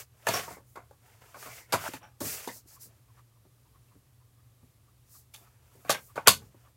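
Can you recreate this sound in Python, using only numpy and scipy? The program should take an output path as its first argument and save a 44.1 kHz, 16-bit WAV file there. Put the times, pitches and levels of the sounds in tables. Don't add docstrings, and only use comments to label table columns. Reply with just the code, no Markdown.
import sys
import numpy as np
from scipy import signal
from scipy.fft import rfft, irfft
from scipy.io import wavfile
from scipy.ndimage import uniform_filter1d

SR = 44100
rng = np.random.default_rng(int(sys.argv[2]) if len(sys.argv) > 2 else 0)


def inscribe(sig):
    pcm = np.round(np.clip(np.atleast_2d(sig).T, -1, 1) * 32767)
    wavfile.write(sys.argv[1], SR, pcm.astype(np.int16))


N = 298116

# pitch in Hz, width in Hz, level in dB.
BASE_MODES = [(440, 200, -2), (768, 67, 5), (1108, 59, 4), (1533, 150, -1), (2100, 68, -7.5),
              (2180, 430, -7.5), (2800, 25, -14)]


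def gain_of(db):
    return 10 ** (np.asarray(db) / 20)


def evened(x):
    return x / np.sqrt(np.mean(x ** 2) + 1e-20)


def value_at(points, hz):
    f, value = np.transpose(points)
    return np.interp(np.log(hz + 1), np.log(f + 1), value)


def colour(x, points):
    return irfft(rfft(x) * gain_of(value_at(points, np.fft.rfftfreq(len(x), 1 / SR))), len(x))


def passed(x, hz, kind):
    return signal.sosfilt(signal.butter(4, np.clip(hz, 20, 15000), kind, fs=SR, output="sos"), x)


def drift(seconds):
    size = max(round(seconds * SR), 2)
    return evened(uniform_filter1d(uniform_filter1d(rng.standard_normal(N), size), size))


def ring(x, modes, pitch_factor=1):
    out = 0
    for k, (hz, width, db) in enumerate(modes):
        decay = np.exp(-np.pi * width / SR)
        turn = decay * np.exp(2j * np.pi * hz * pitch_factor / SR)
        out = out + (-1) ** k * gain_of(db) * signal.lfilter([1 - decay], [1, -turn], x).real
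    return out


def background():
    # frequency in Hz, level in dB.
    air_tone = [(24, -44), (40, -11.5), (123, -8.5), (151, -22.5), (268, -25.5), (913, -34.5), (1170, -31),
                (1400, -37), (6000, -39.5), (13000, -37.5), (15800, -42)]
    air_db, hum_db, hum_hz = -63.5, -62.5, 120
    waver_db = .5 * drift(.15)
    air = evened(colour(rng.standard_normal(N), air_tone)) * gain_of(air_db + waver_db)
    turns = np.cumsum(hum_hz + 4.5 * drift(.03)) / SR
    return air + gain_of(hum_db + 2.0 * drift(0.014)) * np.sin(2 * np.pi * turns)


def room_echo(x):
    # frequency in Hz, seconds to fade by 60 dB.
    fade_times = [(100, 0.54), (300, 0.037), (1000, 0.14), (4000, 0.14), (12000, 0.099)]
    echoes = np.zeros(SR // 2)
    at = np.arange(130, len(echoes) - 20, 20)
    echoes[at + rng.integers(0, 20, len(at))] = rng.choice([-1., 1.], len(at))
    hz, t, bands = signal.stft(echoes, SR, nperseg=256)
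    fade = gain_of(-60 * t / value_at(fade_times, hz)[:, None])
    tail = signal.istft(bands * fade, SR, nperseg=256)[1]
    return signal.fftconvolve(x, tail / np.linalg.norm(tail))[:N]


def blips():
    # time in seconds, level in dB, pitch in Hz.
    notes = [(2.75, -62, 1128), (3.865, -76, 2650), (4.196, -72, 1043), (3.075, -68.5, 1030),
             (3.171, -61, 1114), (3.35, -74.5, 1033), (3.6479, -73, 970), (3.738, -66, 1110),
             (3.9042, -68.5, 1060), (4.38, -72.5, 1137), (4.87, -69, 1156), (5.137, -63.5, 1140),
             (5.453, -64.5, 1170), (6.0847, -62, 1150), (6.6547, -65, 1138)]
    out, length = np.zeros(N + SR), 2400
    for start, db, hz in notes:
        note = evened(ring(rng.standard_normal(length), [(hz, 110, 0)])) * np.hanning(length)
        out[round(start * SR) - 300:][:length] += gain_of(db) * note
    return out[:N]


def plastic_whistles():
    # time in seconds, pitch in Hz, level in dB.
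    glides = [
        [(.48, 2050, -62), (.59, 2094, -65.5)],
        [(1.79, 1410, -44), (1.85, 1350, -46.5), (1.884, 1480, -29)],
        [(1.836, 815, -43.5), (1.884, 803, -42)],
        [(2.485, 1895, -44), (2.545, 1960, -66)],
        [(1.455, 2200, -60), (1.55, 2153, -52.5), (1.67, 2080, -71)],
    ]
    out, t = np.zeros(N), np.arange(N) / SR
    for rows in glides:
        times, pitches, levels = np.transpose(rows)
        hz, db = np.interp(t, times, pitches), np.interp(t, times, levels)
        fade = np.clip(np.minimum(t - times[0], times[-1] - t) / 0.005, 0, 1)
        a, b = passed(rng.standard_normal((2, N)), 200, "low")
        phase = 2 * np.pi * np.cumsum(hz) / SR
        whistle = evened(a * np.cos(phase) + b * np.sin(phase))
        out += fade * gain_of(db + 1.8 * drift(0.03)) * whistle
    return out


def sliding_gains():
    # time of full speed, rise, hold and fall (all in seconds),
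    # hiss level in dB, scrape in dB above the hiss.
    strokes = [(0, .01, 0.0018, 0.046, -46.5, 0), (0.257, 0.14, .01, .05, -66, 8.5),
               (0.327, 0.063, 0.044, 0.091, -39.5, 4), (0.426, .03, 0.094, 0.081, -53, -1),
               (0.698, 0.07, 0.029, 0.059, -65, -51), (1.075, 0.086, 0.01, 0.3, -68.5, 9),
               (1.412, 0.061, 0.024, 0.15, -49.5, -3), (1.534, 0.078, 0.041, 0.097, -52.5, 1),
               (1.75, 0.078, 0.023, 0.063, -63, 15), (1.855, 0.13, 0.026, 0.022, -44, -0.5),
               (1.885, 0.038, 0.078, 0.04, -53.5, 4), (2.043, 0.058, 0.0064, 0.052, -77.5, 23.5),
               (2.206, 0.003, 0.06, 0.22, -40, -10.5), (2.286, 0.068, .01, 0.14, -38, -10),
               (2.399, 0.088, 0.11, 0.046, -52, 2.5), (2.539, 0.04, 0.035, 0.045, -49, -11.5),
               (2.683, 0.022, 0.07, 0.035, -56, -7), (2.823, 0.033, 0.013, 0.06, -49.5, -13),
               (3.183, 0.087, 0.0091, 0.04, -75, 8.5), (5.157, 0.092, 0.0057, 0.085, -54, -19),
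               (5.376, 0.062, .005, 0.089, -60, -21), (5.745, 0.033, 0.013, 0.041, -66, -16),
               (5.921, 0.053, 0.0069, 0.084, -54, 15.5), (6.014, 0.31, 0.041, 0.088, -57, -45),
               (6.275, 0.013, 0.0028, 0.049, -44, 19.5), (6.443, 0.17, 0.013, 0.057, -69.5, 3)]
    # start and end in seconds, hiss level in dB.
    fidgets = [(1.223, 1.377, -66), (2.79, 2.985, -77.5), (5.38, 5.86, -75.5), (6.08, 6.254, -76.5),
               (6.402, 6.704, -77.5)]
    edge_s, edge_db, edge_curve = 0.022, -20, 1.7
    t, power = np.arange(N) / SR, np.zeros((3, N))
    touches = [(start, edge_s, end - start, edge_s, db, 8) for start, end, db in fidgets]
    wander_db = 6.5 * drift(0.15)
    for k, (start, rise, hold, fall, db, scrape_db) in enumerate(touches + strokes):
        before, after = (start - t) / max(rise, .003), (t - start - hold) / max(fall, .003)
        away = np.clip(np.maximum(before, after), 0, 4)
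        is_touch = k < len(touches)
        level = gain_of(db + edge_db * away ** edge_curve + wander_db * is_touch)
        lower_db = -3.5 + 0.3 * min(scrape_db, 0)
        power += (level * gain_of([[0], [lower_db], [scrape_db]])) ** 2
    return np.sqrt(power)


def paper():
    # frequency in Hz, level in dB.
    hiss_tone = [(1650, -33), (4300, -3.5), (7610, -5), (10900, -5), (12500, -2.5), (15800, -5)]
    scrape_tone = [(120, -41), (200, -13.5), (310, -19.5), (419, 2.5), (538, -1), (700, 0), (923, -5),
                   (1450, -1), (2600, -1), (3700, -7), (5200, -44.5)]
    hiss = colour(rng.standard_normal(N) * gain_of(0.37 * drift(0.0012) + 0.89 * drift(.025)), hiss_tone)
    upper = evened(passed(hiss, 6400, "high"))
    other_fibres = np.roll(hiss, N // 3)
    lower = evened(passed(passed(other_fibres, 8000, "low"), 4500, "high"))
    judder_db = 2.2 * drift(.012) + 0.9 * drift(0.0036)
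    drag = rng.standard_normal(N) * gain_of(judder_db)
    spot = np.pi * drift(0.04)
    low_ring, high_ring = ring(drag, BASE_MODES, .9), ring(np.roll(drag, 999), BASE_MODES, 1.15)
    hollow = evened(passed(np.cos(spot) * low_ring + np.sin(spot) * high_ring, 2300, "low"))
    upper_gain, lower_gain, scrape_gain = sliding_gains()
    firmness = np.clip((20 * np.log10(scrape_gain) + 62) / 14, .4, 1)
    lightness = np.sqrt(1 - firmness ** 2)
    scrape = firmness * evened(colour(drag, scrape_tone)) + 0.47 * lightness * hollow
    return upper_gain * upper + lower_gain * lower + scrape_gain * scrape


def hinge_tick(t):
    # pitch in Hz, width in Hz, level in dB.
    hinge_modes = [(2300, 250, -8), (3540, 250, -2)]
    slip = rng.standard_normal(len(t)) * np.exp(-t / .0004)
    slip = slip / np.linalg.norm(slip)
    return 10 * ring(slip, hinge_modes) + 0.6 * slip


def ping(t, hz, fade_s):
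    note = evened(ring(rng.standard_normal(len(t)), [(hz, 130, 0)]))
    return note * np.clip(t / .002, 0, 1) * gain_of(-60 * t / fade_s)


def knock(db, clack_db, thump_db, fade_s, pitch_factor):
    # pitch in Hz, width in Hz, level in dB.
    arm_modes = [(4250, 120, 3.5), (5400, 82, -7), (6180, 920, -10), (7630, 63, -6.5), (9400, 27, -13.5)]
    # frequency in Hz, level in dB.
    clack_tone = [(1470, -43.5), (2500, -9.5), (4030, -1), (5090, -8), (8600, -8.5), (12900, -8.5),
                  (15800, -20.5)]
    desk_modes = [(125, 200, 6.5), (167.0, 11, -6.5), (293, 780, -1.5)]
    t = np.arange(round(.25 * SR)) / SR
    grit, chance = rng.standard_normal((2, len(t)))
    bounce = gain_of(3.0 * evened(uniform_filter1d(chance, size=60)))
    fade = gain_of(-60 * t / np.clip(fade_s, .01, .3))
    rattle = grit * bounce * fade
    blow = gain_of(1.0) * np.exp(-((t - .003) / .00013) ** 2)
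    base = ring(rattle * np.clip(t / 0.0014, 0, 1) + blow, BASE_MODES, pitch_factor)
    base = passed(base, 2600 * pitch_factor, "low")
    arm = evened(passed(ring(grit, arm_modes), 3500, "high"))
    clack = (evened(colour(grit, clack_tone)) + 0.48 * arm) * bounce * fade * np.clip(t / 0.0019, 0, 1)
    push = rattle * np.clip(t / .008, 0, 1)
    thump = passed(ring(push, desk_modes), 450, "low")
    thump = passed(thump, 80, "high")
    early = slice(0, round(.02 * SR))
    layers = ((base, 0), (clack, clack_db), (thump, thump_db))
    return sum(gain_of(db + above_db) * x / np.sqrt(np.mean(x[early] ** 2)) for x, above_db in layers)


def trimmer():
    # start in seconds, level of the base in dB, clack and desk thump in dB above the base,
    # seconds for the rattle to fade by 60 dB (capped at 0.3), factor on the pitch of the base.
    knocks = [(0.268, -27, -9.5, -34, 0.093, 1.14), (0.282, -30, -2, -7.5, 0.12, 0.87),
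              (0.335, -33, -5, -12.5, 0.28, 0.97), (0.475, -44, -34, -14, 0.1, 0.81),
              (0.504, -46, -11, -8, 0.19, 0.95), (0.566, -52, -27, -30, 0.17, 0.71),
              (0.754, -48, -11.5, -30, 0.21, 0.94), (0.768, -45, -26, -45, 0.067, 0.7),
              (0.907, -55.5, -18, -32, 0.15, 0.7), (1.342, -48, -14, -18, 0.17, 0.98),
              (1.363, -52, -24, -28, 0.08, 0.8), (1.424, -48.5, -9, -26, 0.085, 1.08),
              (1.457, -46, -9, -14, 0.19, 0.95), (1.723, -29.5, -1, -40, 0.12, 1.03),
              (1.735, -24.5, -12, -13, 0.1, 0.91), (1.885, -44.5, -18, -16, 0.032, 0.45),
              (1.935, -43, -4.5, -3.5, 0.072, 1.14), (2.027, -53, -28, -11, 0.26, 1.08),
              (2.205, -42, -6, 4, 0.24, 0.74), (2.253, -53, -15, -1, 0.064, 1.5),
              (2.473, -37, -8, -37, 0.1, 0.65), (2.654, -78, -15, 14, 0.028, 0.49),
              (2.854, -70.5, -13, 3.5, 0.14, 0.38), (3.449, -68, -13, 1, 0.12, 0.53),
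              (3.951, -74.5, -20, 16, 0.06, 0.71), (4.627, -76, -33, 18, 0.047, 1.05),
              (5.34, -62, 11.5, -14, 0.1, 1.1), (5.409, -68, -23, -5.5, 0.12, 0.47),
              (5.749, -60.5, -21, -22, 0.18, 0.34), (5.847, -49.5, -14, -9, 0.59, 1),
              (5.894, -23.5, -7.5, -22, 0.077, 1.05), (5.901, -32.5, 5.5, -24, 0.11, 1.63),
              (5.946, -37, -15, -12, 0.08, 1.42), (6.156, -44, -10, -10.5, 0.15, 0.9),
              (6.176, -31.5, -38, -23, 0.058, 1.0), (6.273, -18.5, 0.5, -9.5, 0.02, 0.99),
              (6.28, -25.5, 12, -15.5, 0.037, 0.89), (6.288, -35, 14, -9.5, 0.15, 1.35),
              (6.417, -62, -24.5, 6, 0.12, 1.04), (6.541, -65.5, -32, 6, 0.088, 0.71)]
    # start in seconds, level in dB, pitch in Hz, seconds to fade by 60 dB.
    pings = [(0.337, -32, 5570, .16), (1.723, -34, 4800, .14), (1.73, -27, 1010, .14),
             (2.029, -62, 5650, .2), (2.558, -55, 520, .07), (5.337, -52, 2300, .03), (6.164, -38, 900, .2),
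             (5.896, -27, 780, .08), (6.272, -12, 1130, .05), (5.901, -33, 5550, .15)]
    # start in seconds, level in dB.
    ticks = [(5.3387, -27), (5.346, -26), (5.35, -26), (5.362, -28)]
    out, t = np.zeros(N + SR), np.arange(SR // 4) / SR
    for start, *settings in knocks:
        sound = knock(*settings)
        out[round(start * SR):][:len(sound)] += sound
    for start, db, hz, fade_s in pings:
        out[round(start * SR):][:len(t)] += gain_of(db) * ping(t, hz, fade_s)
    for start, db in ticks:
        out[round(start * SR):][:len(t)] += gain_of(db) * hinge_tick(t)
    return out[:N]


def scene():
    knocks = trimmer()
    echo = gain_of(-10.0) * room_echo(knocks)
    return (knocks + echo + paper() + plastic_whistles() + blips() + background())[None]


def record(dry):
    bass_hz, treble_hz = 52, 15970
    clipped = np.clip(passed(dry, bass_hz, "high"), -.93, .93)
    treble_cut = signal.firwin(511, treble_hz, window=("kaiser", 9), fs=SR)
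    return signal.oaconvolve(clipped, treble_cut[None], "same")


dry = scene()
out = record(dry)
inscribe(out)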